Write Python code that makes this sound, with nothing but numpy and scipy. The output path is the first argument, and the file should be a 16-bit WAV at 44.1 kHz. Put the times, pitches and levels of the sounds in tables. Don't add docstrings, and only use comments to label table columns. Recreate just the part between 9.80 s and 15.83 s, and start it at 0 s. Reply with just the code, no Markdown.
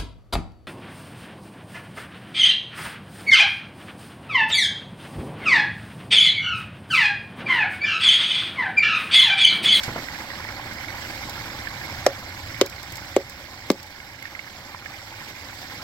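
import sys
import numpy as np
from scipy import signal
from scipy.fft import rfft, irfft
from scipy.io import wavfile
from scipy.ndimage import uniform_filter1d

SR = 44100
rng = np.random.default_rng(int(sys.argv[2]) if len(sys.argv) > 2 else 0)


def persist_wave(psi):
    counts = np.round(np.clip(psi, -1, 1) * 32767).astype(np.int16)
    wavfile.write(sys.argv[1], SR, np.atleast_2d(counts).T)


N = 266143


def amp(db):
    return 10 ** (np.asarray(db) / 20)


def evened(x):
    return x / np.sqrt(np.mean(x ** 2) + 1e-20)


def read(points, hz):
    table_hz, value = np.transpose(points)
    return np.interp(np.log(hz + 1), np.log(table_hz + 1), value)


def add(mix, start_s, sound):
    part = mix[:, round(start_s * SR):][:, :sound.shape[-1]]
    part += sound[..., :part.shape[1]]


def band(x, low_hz, high_hz, order=2):
    edges = [low_hz, np.clip(high_hz, low_hz + 1, SR / 2 - 1)]
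    return signal.sosfilt(signal.butter(order, edges, "band", fs=SR, output="sos"), x)


def colour(x, points, size=2048):
    hz = abs(np.fft.fftfreq(size, 1 / SR))
    log_gain = np.log(amp(read(points, hz)))
    taps = np.fft.ifft(np.exp(np.conj(signal.hilbert(log_gain)))).real
    return signal.lfilter(taps[:size // 2], [1], x)


# frequency_hz, coherence (1 = identical)
COHERENCE = [(40, 0.96), (250, 0.96), (1000, 0.92), (1400, 0.82), (2200, 0.55), (2700, 0.37), (5500, 0.39),
             (8000, 0.053)]


def spread(pair, lag_ms):
    a, b = rfft(pair)
    hz = np.fft.rfftfreq(pair.shape[1], 1 / SR)
    same = np.clip(read(COHERENCE, hz), -1, 1)
    late = np.exp(-2j * np.pi * hz * lag_ms / 1000)
    right = (same * a + np.sqrt(1 - same ** 2) * b) * late
    return irfft(np.array([a, right]), pair.shape[1])


def burst(length_s):
    u = np.arange(int(8 * length_s * SR)) / (length_s * SR)
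    envelope = (1 - np.exp(-10 * u)) * np.exp(-u)
    return rng.standard_normal((2, len(u))) * envelope


def churn(patchy_db, flicker_db):
    frames = N // 128 + 5
    a, b = rng.standard_normal((2, 2, frames, 257))
    patches = uniform_filter1d(rng.standard_normal((frames, 257)), size=7, axis=0)
    patches = evened(uniform_filter1d(patches, size=8, axis=1))
    flicker = evened(uniform_filter1d(rng.standard_normal((frames, 1)), size=5, axis=0))
    spectrum = (a + 1j * b) * amp(patchy_db * patches + flicker_db * flicker)
    noise = signal.istft(spectrum.swapaxes(1, 2), nperseg=512, noverlap=384)[1]
    return evened(noise[:, :N])


def droplets(per_s, size_db, cycles, low_hz, high_hz, glide, count=36):
    out, t = np.zeros((2, N)), np.arange(1500) / SR
    for hz in np.geomspace(low_hz, high_hz, count):
        sizes = amp(size_db * np.minimum(rng.exponential(1, (2, N)), 4))
        hits = sizes * (rng.random((2, N)) < per_s / count / SR)
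        age = t * hz / cycles
        ring = np.sqrt(hz) * np.exp(-age) * np.sin(2 * np.pi * hz * t * (1 + glide * age))
        out += signal.oaconvolve(hits, ring[None], axes=1)[:, :N]
    return evened(out)


# time_s, spray_gain_db, rumble_gain_db
DRIFT_GAINS = [(0, 0.7, -5), (0.85, -3, -2), (1.25, 0.1, -1.5), (2.1, -1, 1), (2.8, 0, 3.5), (3.5, 0.9, 2),
               (4.6, -0.1, -2.5), (6.03, 1.6, -2.5)]


def drift(column):
    rows = np.array(DRIFT_GAINS)
    return amp(np.interp(np.arange(N) / SR, rows[:, 0], rows[:, column]))


SPLASH_DB, SPRAY_DB, RUMBLE_DB = -35.5, -35.7, -46
# frequency_hz, density_db_per_hz
WATER_SPECTRUM = [(60, -8.5), (170, -2.5), (320, 2), (430, -8), (560, 3), (660, -2.5), (810, 3.5), (920, 0),
                  (1030, 1), (1170, -2.5), (2200, -4), (2600, -6.5), (5000, -8), (16000, -11)]
# frequency_hz, density_db_per_hz
PLUNGE_SPECTRUM = [(15, -45), (35, -10), (65, -4.5), (105, -0.5), (160, -13.5), (300, -29), (1000, -66)]


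def waterfall():
    wash = evened(colour(churn(patchy_db=2.0, flicker_db=1.03), WATER_SPECTRUM))
    drops = droplets(per_s=1400, size_db=7, cycles=4.4, low_hz=684, high_hz=6000, glide=0.014)
    water = wash + amp(-8.5) * evened(colour(drops, WATER_SPECTRUM))
    splash = signal.sosfiltfilt(signal.butter(2, 2600, fs=SR, output="sos"), water)
    spray = (water - splash) * drift(column=1)
    rumble = evened(colour(rng.standard_normal((2, N)), PLUNGE_SPECTRUM)) * drift(column=2)
    return amp(SPLASH_DB) * splash + amp(SPRAY_DB) * spray + amp(RUMBLE_DB) * rumble


def bubbling():
    plops = droplets(per_s=110, size_db=3, cycles=6, low_hz=700, high_hz=2400, glide=.015)
    spits = droplets(per_s=160, size_db=3, cycles=7, low_hz=3000, high_hz=5800, glide=.005)
    return amp(SPLASH_DB - 9.5) * plops + amp(SPRAY_DB - 15) * spits * drift(column=1)


def rocks(x, t60_s, first_s):
    t = np.arange(SR // 3) / SR
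    echoes = rng.standard_normal((2, len(t))) * (rng.random(len(t)) < 2000 / SR)
    decaying = echoes * amp(-60 * t / t60_s) * (t > first_s)
    tail = spread(band(decaying, 150, 3400, order=1), lag_ms=0.024)
    return signal.oaconvolve(x, tail / np.linalg.norm(tail[0]), axes=1)[:, :N]


# start_s, rustle_level_db, length_s, low_edge_hz, high_edge_hz, thud_level_db
BRUSH_EVENTS = [(0.031, -26.5, 0.018, 1600, 12000, -65), (0.079, -28.5, 0.02, 110, 1500, -26),
                (0.116, -37, 0.015, 120, 800, -33), (0.159, -22.5, .008, 170, 1130, -36),
                (.18, -25.5, 0.0062, 230, 1390, -36)]


def sleeve(thud_hz, thud_s):
    out, t = np.zeros((2, N)), np.arange(SR // 8) / SR
    thud = np.exp(-t / thud_s) * np.sin(2 * np.pi * thud_hz * t)
    for start_s, level_db, length_s, low_hz, high_hz, thud_db in BRUSH_EVENTS:
        rustle = evened(band(burst(length_s), low_hz, high_hz, order=3))
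        add(out, start_s, amp(level_db - 11.0) * rustle)
        add(out, start_s, amp(thud_db) * thud)
    return out


# start_s, level_db, pitch_hz
SPLAT_EVENTS = [(0.284, -23, 1940), (0.501, -26, 1880), (0.796, -23.5, 810), (1.248, -26, 1990),
                (1.87, -19.5, 1730), (4.2, -24.5, 2120), (4.423, -21, 2070), (4.453, -15.5, 1790),
                (4.549, -18.5, 2040), (4.591, -16.5, 2150), (4.945, -12.5, 990), (5.022, -21.5, 1180),
                (5.058, -16.5, 1710)]
DRIPS_PER_S, BUBBLE_RING_S = 2.4, 0.0036


def splats():
    out = np.zeros((2, N))
    drips = rng.uniform([0, -28, 830], [N / SR, -26, 2230], (round(DRIPS_PER_S * N / SR), 3))
    for start_s, level_db, hz in [*SPLAT_EVENTS, *drips]:
        slap = band(burst(1.3 * BUBBLE_RING_S), hz / 1.23, hz * 1.54)
        t = np.arange(slap.shape[1]) / SR
        bubble = np.exp(-t / BUBBLE_RING_S) * np.sin(2 * np.pi * hz * t * (1 + 3 * t))
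        gain = amp(level_db - 7.5)
        add(out, start_s, gain * slap / abs(slap).max())
        add(out, start_s + 0.001174, gain * bubble)
    return out


# start_s, level_db, low_edge_hz
CHIP_EVENTS = [(0.933, -38, 3200), (1.495, -30.5, 4670), (2.8607, -22.5, 4700), (2.8968, -29.5, 4700),
               (3.0288, -28, 4700), (3.121, -27, 4700), (3.1555, -26.5, 4770), (3.169, -27, 4700),
               (3.496, -28, 4700), (3.914, -19.5, 4600), (4.029, -28, 3780), (4.425, -32, 3780)]


def chips():
    out = np.zeros((2, N))
    for start_s, level_db, low_hz in CHIP_EVENTS:
        add(out, start_s, amp(level_db + 7.5) * band(burst(length_s=0.004), low_hz, 16000))
    return out


# pitch_hz, level_db, t60_s
SHELL_MODES = [(206, 7, 0.064), (254, -1.5, 0.091), (308, -6.5, 0.13), (368, 8, 0.033), (537, 4.5, 0.066),
               (582, -17, 0.059), (712, -7.5, 0.059), (770, -4, .035), (1133, 4.5, 0.062)]
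MIC_NOTCH_HZ, MIC_NOTCH_WIDTH_HZ = 461, 33


def knock(low_hz, high_hz, ring, clack_db, clack_hz, push_db, push_hz):
    t = np.arange(SR // 4) / SR
    modes = sum(amp(level_db - 60 * t / (t60_s * ring)) * np.cos(2 * np.pi * hz * t)
                for hz, level_db, t60_s in SHELL_MODES)
    u = 2 * np.pi * push_hz * t
    shove = modes + amp(push_db) * (1 - u) * np.exp(-u)
    clack = amp(clack_db) * band(shove, clack_hz / 1.7, clack_hz * 1.5)
    body = band(shove, low_hz, high_hz) - clack
    body = band(body, 134, 4400, order=3)
    notch = signal.iirnotch(MIC_NOTCH_HZ, MIC_NOTCH_HZ / MIC_NOTCH_WIDTH_HZ, SR)
    body = signal.lfilter(*notch, body)
    return body / abs(body).max()


# start_s, crack_level_db, crack_length_s, knock_level_db, knock_low_edge_hz,
# knock_high_edge_hz, ring (factor on t60), crack_left_minus_right_db, clack_level_db, clack_pitch_hz,
# broken_edge_pitch_hz
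HAMMER_BLOWS = [(2.2634, -11.5, 0.0016, 1, 455, 744, 0.74, 0.5, -24, 784, 5850),
                (2.812, -9.5, 0.0021, 0.8, 358, 548, 0.67, 2.5, -43, 1000, 2780),
                (3.363, -17, 0.0017, 3.5, 342, 570, 0.62, 7, -17, 810, 3260),
                (3.901, -11.5, 0.0017, 2.5, 207, 437, 0.48, 5.5, -7.5, 696, 2060)]
# frequency_hz, density_db_per_hz
CRUSH_SPECTRUM = [(60, -43), (180, -12), (700, 5), (1100, 2.5), (2000, -1.5), (3000, -1.5), (4000, -3.5),
                  (5500, -2.5), (8000, -4.5), (16000, -13.5)]


def hammer():
    out, t = np.zeros((2, N)), np.arange(SR // 8) / SR
    bite = 1 - np.exp(-(t / 0.00087) ** 2)
    fizz = amp(2.0) * np.exp(-t / 0.0045) + amp(-19) * np.exp(-t / 0.0039)
    for (start_s, crack_db, length_s, knock_db, low_hz, high_hz, ring,
         pan_db, clack_db, clack_hz, edge_hz) in HAMMER_BLOWS:
        crush = np.exp(-(t / length_s) ** 4) + fizz
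        grit = evened(colour(rng.standard_normal((2, len(t))), CRUSH_SPECTRUM))
        crack = bite * crush * spread(grit, lag_ms=0.022)
        crack = crack + amp(-3.5) * band(crack, edge_hz / 1.034, edge_hz * 1.066, order=1)
        add(out, start_s, amp([[crack_db + pan_db / 2], [crack_db - pan_db / 2]]) * crack)
        shell = knock(low_hz, high_hz, ring, clack_db, clack_hz, push_db=18, push_hz=500)
        add(out, start_s + 0.00186, amp(knock_db) * shell)
    return out


def scene():
    blows = hammer() * amp([[.6], [-.6]])
    water = waterfall() + bubbling()
    details = splats() + chips() + sleeve(thud_hz=121, thud_s=0.0089)
    around = spread(water + details, lag_ms=.16)
    return around + blows + amp(-20.5) * rocks(blows, t60_s=0.13, first_s=.008)


LIMIT_DB, KNEE_DB = -25, 5.5
DUCK_DB_PER_S, RECOVER_DB_PER_S = 187.5, 2


def gain_control(x, size=64):
    power = uniform_filter1d((x ** 2).mean(0), size=256)[::size]
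    duck_db, ducks = 0, []
    for level_db in 10 * np.log10(abs(power) + 1e-12):
        over = np.clip((level_db - duck_db - LIMIT_DB) / KNEE_DB, 0, 1)
        duck_db = max(duck_db + (DUCK_DB_PER_S * over - RECOVER_DB_PER_S) * size / SR, 0)
        ducks.append(duck_db)
    return x * amp(-np.interp(np.arange(N), np.arange(0, N, size), ducks))


# frequency_hz, gain_db
LEFT_RESPONSE = [(100, 3.5), (800, -3), (1200, -3.5), (2200, -2), (5000, -3), (6500, -1), (7800, -0.5),
                 (9300, -14), (10600, -8.5), (12000, -2.5), (16000, -3.5)]
# frequency_hz, gain_db
RIGHT_RESPONSE = [(100, 3.5), (800, -1), (1300, 0), (1600, 7), (1950, 7.5), (2180, 11), (2550, 2.5),
                  (5200, 7), (6500, -4), (7900, -8), (8700, -38), (10800, -25), (12000, -7.5), (15500, -19)]
OVERLOAD = .94
EDGE_HZ = 16050


def record(dry):
    ports = np.array([colour(dry[0], LEFT_RESPONSE), colour(dry[1], RIGHT_RESPONSE)])
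    held = np.clip(gain_control(ports), -OVERLOAD, OVERLOAD)
    low_pass = signal.firwin(511, EDGE_HZ, window=("kaiser", 9), fs=SR)
    return signal.oaconvolve(held, low_pass[None], "same")


dry = scene()
out = record(dry)
persist_wave(out)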